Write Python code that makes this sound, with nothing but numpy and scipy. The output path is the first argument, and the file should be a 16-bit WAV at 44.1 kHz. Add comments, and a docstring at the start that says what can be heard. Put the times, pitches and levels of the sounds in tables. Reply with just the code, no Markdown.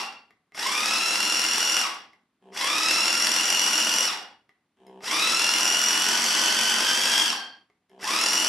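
"""In a hard-walled kitchen a geared motor is pulsed over a chopping bowl: one press rings out at the
start, three run in full, a last one runs to the end. Before the full and last presses the button clicks;
from the third press on, the chopped supply first hums in the standing motor. Gear mesh partials climb
over tooth roar; on release the drive brakes, narrow noise bands ring, sparse taps make the room's tail."""
import sys
import numpy as np
from scipy import signal
from scipy.io import wavfile
from scipy.ndimage import uniform_filter1d

SR = 44100
rng = np.random.default_rng(int(sys.argv[2]) if len(sys.argv) > 2 else 0)


def pcm_store(signal):
    """Save signal as 16-bit PCM."""
    levels = np.round(np.clip(np.atleast_2d(signal), -1, 1) * 32767)
    wavfile.write(sys.argv[1], SR, levels.astype(np.int16).T)


def volts(x):
    """Linear amplitude factor 10**(x/20) for a level x in dB, scalar or array-like."""
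    e = np.asarray(x, float) / 20
    return 10 ** e


N = 373968
LEAD = SR  # samples before time zero
M = N + LEAD
TIME = (np.arange(M) - LEAD) / SR
CHOP_HZ = 63.92  # pulse rate of the speed control

# faster, chattering gears late in the long press: (t/s, extra mesh f/Hz, chatter 0-1)
GEAR_SURGE = [(0, 0, 0), (5.95, 0, .2), (6.13, 48, .75), (6.4, 45, .7), (6.8, 82, .6), (7.1, 155, .55),
              (7.3, 170, .5), (7.8, 0, .1)]


def evened(x):
    """Scales to rms 1."""
    return x / np.sqrt(np.mean(x ** 2) + 1e-20)


def read(points, hz):
    """Reads a spectrum on a log frequency axis."""
    f, value = np.transpose(points)
    return np.interp(np.log(hz + 1), np.log(f + 1), value)


def colour(x, points, size=4096):
    """Minimum-phase filter with the given dB spectrum."""
    level_db = np.maximum(read(points, abs(np.fft.fftfreq(size, 1 / SR))), -100)
    log_gain = np.log(volts(level_db))
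    taps = np.fft.ifft(np.exp(np.conj(signal.hilbert(log_gain)))).real
    return signal.oaconvolve(x, taps[:size // 2])[:len(x)]


def resonate(x, hz, width_hz):
    """Two-pole resonance, rms 1 out."""
    r = np.exp(-np.pi * width_hz / SR)
    poles = [1, -2 * r * np.cos(2 * np.pi * hz / SR), r * r]
    return evened(signal.lfilter([1, 0, -1], poles, x))


def wander(size):
    """Slow chance, rms 1, smoothed twice over size samples."""
    noise = rng.standard_normal(M)
    return evened(uniform_filter1d(uniform_filter1d(noise, size), size))


def throb(turns, sharp):
    """One swelling per turn, rms 1."""
    return evened(np.exp(sharp * np.cos(2 * np.pi * turns)))


def noise_floor():
    """Steady coloured noise."""
    # (f/Hz, relative level/dB per Hz)
    floor_spectrum = [(18, -36.5), (40, -11.5), (150, -7), (250, -3.5), (500, -18), (1100, -16.5),
                      (4000, -26.5), (8000, -38), (14000, -44)]
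    return volts(-68.5) * evened(colour(rng.standard_normal(M), floor_spectrum))


def kitchen(x):
    """Two unlike tails of sparse taps, each band dying at its own speed."""
    # reverberation of the room: (f/Hz, t60/s)
    band_decay = [(200, 0.55), (530, 0.59), (1400, 0.45), (3700, 0.41), (6500, 0.24), (10000, 0.2)]
    taps = np.zeros((2, SR))
    at = np.arange(200, SR - 20, 20) + rng.integers(0, 20, (2, (SR - 201) // 20))
    np.put_along_axis(taps, at, rng.choice([-1., 1.], at.shape), 1)
    hz, t, z = signal.stft(taps, SR, nperseg=256)
    decay = volts(-60 * t / read(band_decay, hz)[:, None])
    tails = signal.istft(z * decay, SR, nperseg=256)[1]
    return signal.fftconvolve(x[None], tails / np.linalg.norm(tails[0]), axes=1)[:, :M]


def ringing():
    """Bowl, gear and shell modes: narrow noise bands that fade after each release."""
    # before the fade: (t/s, last mesh f/Hz, bowl level/dB, partial 1 level/dB, partial 2 level/dB)
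    release_tones = [(-.03, 1378, -36, -41, -33), (1.9, 1385, -48, -60, -55), (4.1, 1435, -38, -48, -41),
                     (7.3, 1592, -38, -31.5, -32)]
    db_per_s, rise_s, lasts_s = 62, .09, .4
    out = np.zeros(M)
    for s, hz, bowl_db, first_db, second_db in release_tones:
        after = TIME - s
        fade = volts(-db_per_s * abs(after)) * np.clip(after / rise_s, 0, 1)
        fade *= np.clip(1 - after / lasts_s, 0, 1)
        # (f/Hz, level/dB, width/Hz); the shell rings along with partial 1
        bands = [(790, bowl_db, 160), (hz, first_db, 60), (2 * hz, second_db, 60),
                 (4520, first_db - 4, 350)]
        for f, db, width_hz in bands:
            band = resonate(rng.standard_normal(M), f, width_hz)
            out += volts(db) * fade * resonate(band, f, width_hz)
    return out


def clicks():
    """Short blows crack and ring the plastic; bright ones tilt toward the upper modes."""
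    # button and coupling blows: (t/s, ring peak level/dB, brightness/dB per octave)
    blows = [(.307, -39.5, -0.5), (.521, -41, -0.5), (.547, -31, 7.5), (.577, -23.5, 1.5), (2.133, -42, 1),
             (2.413, -59, -3.5), (2.523, -40, -3.5), (2.564, -22.5, 2.5), (4.493, -41.5, 0.5),
             (4.776, -60, 1.5), (4.868, -43, 13), (5.007, -37.5, -6.5), (5.035, -28.5, -4.5),
             (7.700, -47, -4), (7.896, -47, 12), (8.000, -40, 5), (8.030, -22.5, -0.5)]
    # plastic modes before detune and tilt: (f/Hz, level/dB, t60/s)
    modes = [(430, -8, .07), (760, -5, .07), (1200, -5, .06), (1550, -10, .04), (1930, -2, .045),
             (2080, 1, .045), (2200, -4, .045), (2700, -13, .04), (3250, -11, .03), (3910, -15, .025),
             (5100, -15, .025), (5500, -16, .02), (6800, -21, .012), (8800, -23, .01), (11000, -26, .008)]
    out, t = np.zeros(M), np.arange(SR // 5) / SR
    for s, db, bright_db in blows:
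        ring = np.zeros(len(t))
        for f, mode_db, t60 in modes:
            detuned_hz = f * (1 + .021 * rng.standard_normal())
            envelope = volts(mode_db + bright_db * np.log2(f / 2000) - 60 * t / t60)
            ring += envelope * np.sin(2 * np.pi * detuned_hz * t)
        crack = rng.standard_normal(len(t)) * np.exp(-t / .0015)
        part = out[LEAD + round(s * SR):][:len(t)]
        part += volts(db) * (ring / abs(ring).max() + .31 * uniform_filter1d(crack, size=5))
    return out


def supply():
    """The chopped supply kicks the windings, and loose parts rattle after each kick; rms 1."""
    # (f/Hz, relative level/dB)
    hum_spectrum = [(59, -65), (100, -36.5), (186, -4.5), (304, -12.5), (395, 0.5), (544, -11.5),
                    (1070, -12), (1270, -31.5), (1720, -16.5), (2000, -39), (3140, -26), (4320, -51.5),
                    (9000, -47), (11700, -70), (19800, -120)]
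    turns = CHOP_HZ * TIME
    pulses = np.diff(np.floor(turns), prepend=np.floor(turns[0]))
    kicks = pulses * (1 + .2 * rng.standard_normal(M))
    rattle = np.exp(-(turns % 1) / 1.2) * rng.standard_normal(M)
    return evened(colour(kicks + .03 * rattle, hum_spectrum))


def hum():
    """Before the motor breaks loose: ticks start at once, the body and its resonances swell in."""
    # standing motor: (start t/s, end t/s, first level/dB, level/dB approached)
    standstills = [(2.418, 2.544, -61, -51.5), (4.766, 5.024, -74, -50.5), (7.896, 8.022, -64, -51)]
    # resonances that sing in the hum: (f/Hz, width/Hz, level/dB)
    windings = [(194, 25, -14), (392, 30, -5), (710, 90, -12)]
    swell, steady = np.zeros((2, M))
    for a, b, first_db, last_db in standstills:
        on = (TIME >= a) & (TIME < b)
        swell[on] = volts(last_db + (first_db - last_db) * np.exp(-(TIME[on] - a) / .034))
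        steady[on] = volts(last_db)
    kicks = supply()
    ticks = signal.sosfilt(signal.butter(4, 1350, "high", fs=SR, output="sos"), kicks)
    body = volts(-3.5) * (kicks - ticks)
    body += sum(volts(db) * resonate(kicks, f, width_hz) for f, width_hz, db in windings)
    return body * uniform_filter1d(swell, size=200) + ticks * uniform_filter1d(steady, size=40)


def controls():
    """Speed settles toward its top; after release it dies away and the levels drop."""
    # (start t/s, release t/s, roar level/dB before mixing, top mesh f/Hz before the surge,
    #  slow part of the climb f/Hz, settling time/s)
    presses = [(-.9, -.06, -24, 1388, 450, .2), (.557, 1.825, -24, 1424, 448, .276),
               (2.545, 4.07, -23, 1447, 355, .33), (5.03, 7.275, -22.5, 1465, 270, .33),
               (8.015, 9, -22.7, 1481, 555, .135)]
    start_hz, quick_s, rise_s = 680, .074, .03
    onset_db, onset_s, speed_db_per_octave = -13, .03, 3.5
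    brake_s, knee_s, roar_db_per_s, whine_db_per_s = .15, .03, 135, 220
    roar_db, whine_db = np.full((2, M), -140.)
    hz, dulling_s = np.zeros((2, M))
    extra_hz = np.interp(TIME, *np.transpose(GEAR_SURGE)[:2])
    for start, release, db, top_hz, slow_hz, settle_s in presses:
        on = TIME >= start - rise_s
        now = TIME[on]
        t = np.maximum(now - start, 0)
        before = np.maximum(start - now, 0) / rise_s
        after = knee_s * np.logaddexp(0, (now - release) / knee_s)  # release sets in softly
        quick_hz = top_hz - start_hz - slow_hz
        driven = top_hz + extra_hz[on] - quick_hz * np.exp(-t / quick_s) - slow_hz * np.exp(-t / settle_s)
        braking = np.exp(-np.maximum(now - release, 0) / brake_s)
        hz[on] = driven * braking * (1 - .6 * before)
        level_db = db + onset_db * np.exp(-t / onset_s) - 25 * before
        roar_db[on] = level_db + speed_db_per_octave * np.log2(driven / top_hz) - roar_db_per_s * after
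        whine_db[on] = level_db - whine_db_per_s * np.maximum(after - knee_s, 0)
        dulling_s[on] = after + .28 * before  # the first stirring is dull too
    return volts(roar_db), volts(whine_db), hz, dulling_s


def gear_whine(roar, drive, hz, mesh, wheel, chatter, high_spot):
    """Mesh partials, coloured by the gearbox, beat with each wheel turn."""
    # partials 1-4: (level/dB against the roar, gain/dB per octave of speed, bite, roughness)
    partials = [(0, 0, .12, .55), (0, 3, .35, .64), (-1, 14, .5, .49), (0, 16, 1.25, .2)]
    # high partials: (multiple, level/dB against the mean of roar and partial 4)
    high_partials = [(5, -11), (6, -17), (7, -17), (8, -20.5)]
    # radiation of a partial at its pitch: (f/Hz, level/dB)
    gearbox = [(800, -16), (950, -14), (1110, -5), (1230, -13), (1450, -17), (1540, -12), (1850, -13),
               (2150, -12), (2650, -8.5), (2900, -9), (3250, -6.5), (3900, -8), (4100, -10.5), (4320, -17),
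               (4600, -12), (4950, -17), (5350, -5.5), (5750, -6), (6300, -18)]
    usual_hz, sway_db = 1440, 1.5
    shaft = 7 * wheel  # the motor shaft turns 7 times a wheel turn
    mesh = mesh + .078 * np.sin(2 * np.pi * CHOP_HZ * TIME)  # supply pulses jerk the shaft
    # chatter spreads the partials
    mesh = mesh + chatter * (.09 * np.sin(4 * np.pi * CHOP_HZ * TIME) + .023 * wander(size=80))
    tones = np.zeros(M)
    for k, (db, slope_db, bite, rough) in enumerate(partials, 1):
        level_db = db + slope_db * np.log2((hz + 1) / usual_hz)
        level_db = level_db + read(gearbox, k * hz) + sway_db * wander(size=3000)
        whine = drive * volts(level_db)
        beat = (1 + bite * high_spot) * (1 + rough * wander(size=120))
        beat *= 1 + .7 * chatter * np.cos(2 * np.pi * (shaft + rng.random()))
        tones += whine * evened(beat * np.cos(2 * np.pi * k * mesh))
    between = np.sqrt(roar * whine)  # whine is partial 4 here
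    for multiple, db in high_partials:
        beat = (1 + .56 * high_spot) * (1 + .48 * wander(size=40))
        tones += between * volts(db) * evened(beat * np.cos(2 * np.pi * multiple * mesh))
    return tones


def tooth_roar(wheel, chatter, high_spot, dulling_s):
    """Tooth noise, partly repeating each wheel turn, excites the housing; treble dies ever faster."""
    # (f/Hz, relative level/dB per Hz)
    roar_spectrum = [(24, -61.5), (40, -31.5), (133, -38), (218, -5), (529, -10), (1490, -4), (2370, -6),
                     (2890, -2.5), (3780, -12.5), (5610, 2), (6500, -17), (7350, -11.5), (11700, -15),
                     (13300, -20.5), (14300, -65)]
    # housing resonances: (f/Hz, width/Hz, level/dB)
    housing = [(234, 30, -13.5), (322, 17, -26), (974, 160, -14), (1913.3, 200, -19.5), (2603, 74, -19),
               (3312, 140, -8.5), (4400, 67, -45), (4610, 50, -20), (4755, 25, -19), (5440, 350, -5.5)]
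    repeating, treble_hz, darken_db_per_s2 = .4, 5500, 220
    flaws = rng.standard_normal(1024)[(wheel % 1 * 1024).astype(int)]
    teeth = repeating * flaws + np.sqrt(1 - repeating ** 2) * rng.standard_normal(M)
    teeth *= (1 + .29 * high_spot) * throb(CHOP_HZ * TIME, .12) * volts(1.7 * wander(size=200))
    shell = sum(volts(db) * resonate(teeth, f, width_hz) for f, width_hz, db in housing)
    rumble = evened(colour(teeth, roar_spectrum)) + volts(-6 + 3.3 * chatter) * shell
    low = signal.sosfiltfilt(signal.butter(2, treble_hz, fs=SR, output="sos"), rumble)
    return low + (rumble - low) * volts(-darken_db_per_s2 * dulling_s ** 2)


def motor():
    """Gear whine and tooth roar follow one speed, supply buzz a fixed pulse rate, all the press levels."""
    roar, drive, hz, dulling_s = controls()
    mesh = np.cumsum(hz * (1 + .006 * wander(size=300))) / SR
    wheel = mesh / 33  # 33 teeth
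    chatter = np.interp(TIME, *np.transpose(GEAR_SURGE)[::2])
    high_spot = throb(wheel, 7.7)  # one tooth bites harder than the rest
    tones = gear_whine(roar, drive, hz, mesh, wheel, chatter, high_spot)
    rumble = tooth_roar(wheel, chatter, high_spot, dulling_s)
    buzz = volts(-26.5) * supply()
    return volts(-.48) * tones + volts(-4.5) * roar * (rumble + buzz)


def scene():
    """Machine, room and floor: mid and side summed into left and right."""
    # colour of the side signal: (f/Hz, level/dB)
    side_spectrum = [(60, -36.5), (140, -38.5), (320, -24.5), (740, -19), (1700, -8), (3900, -7),
                     (6000, -10.5), (9000, -2.5), (10600, -4.5), (11500, -8.5), (14000, -23)]
    machine = motor() + hum() + clicks()
    common, differing = kitchen(machine)
    mid = volts(-1) * machine + volts(-5) * common + ringing() + noise_floor()
    side = volts(-1) * differing + ringing() + volts(-70) * rng.standard_normal(M)
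    side = colour(side, side_spectrum) + .015 * mid
    return np.array([mid + side, mid - side])[:, LEAD:]


def gate(x):
    """Turns the sound down as it sinks under the threshold: cuts tails short, hushes the pauses."""
    threshold_db, slope, most_db = -49.5, .4, 14
    power = abs(uniform_filter1d((x ** 2).mean(0), size=500))
    power_db = 10 * np.log10(power + 1e-12)
    cut_db = np.clip(slope * (threshold_db - power_db), 0, most_db)
    return x * volts(-uniform_filter1d(cut_db, size=300))


def top_cut(x):
    """Nothing passes above the cut-off."""
    return signal.sosfilt(signal.butter(12, 14420, fs=SR, output="sos"), x)


def record(dry):
    """Low cut at the microphone, a steep treble limit, then a noise gate."""
    low_cut = signal.butter(1, 150, "high", fs=SR, output="sos")
    high_cut = signal.butter(14, 13200, fs=SR, output="sos")
    heard = signal.sosfilt(np.vstack([low_cut, high_cut]), dry)
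    return top_cut(gate(heard))


dry = scene()
out = record(dry)
pcm_store(out)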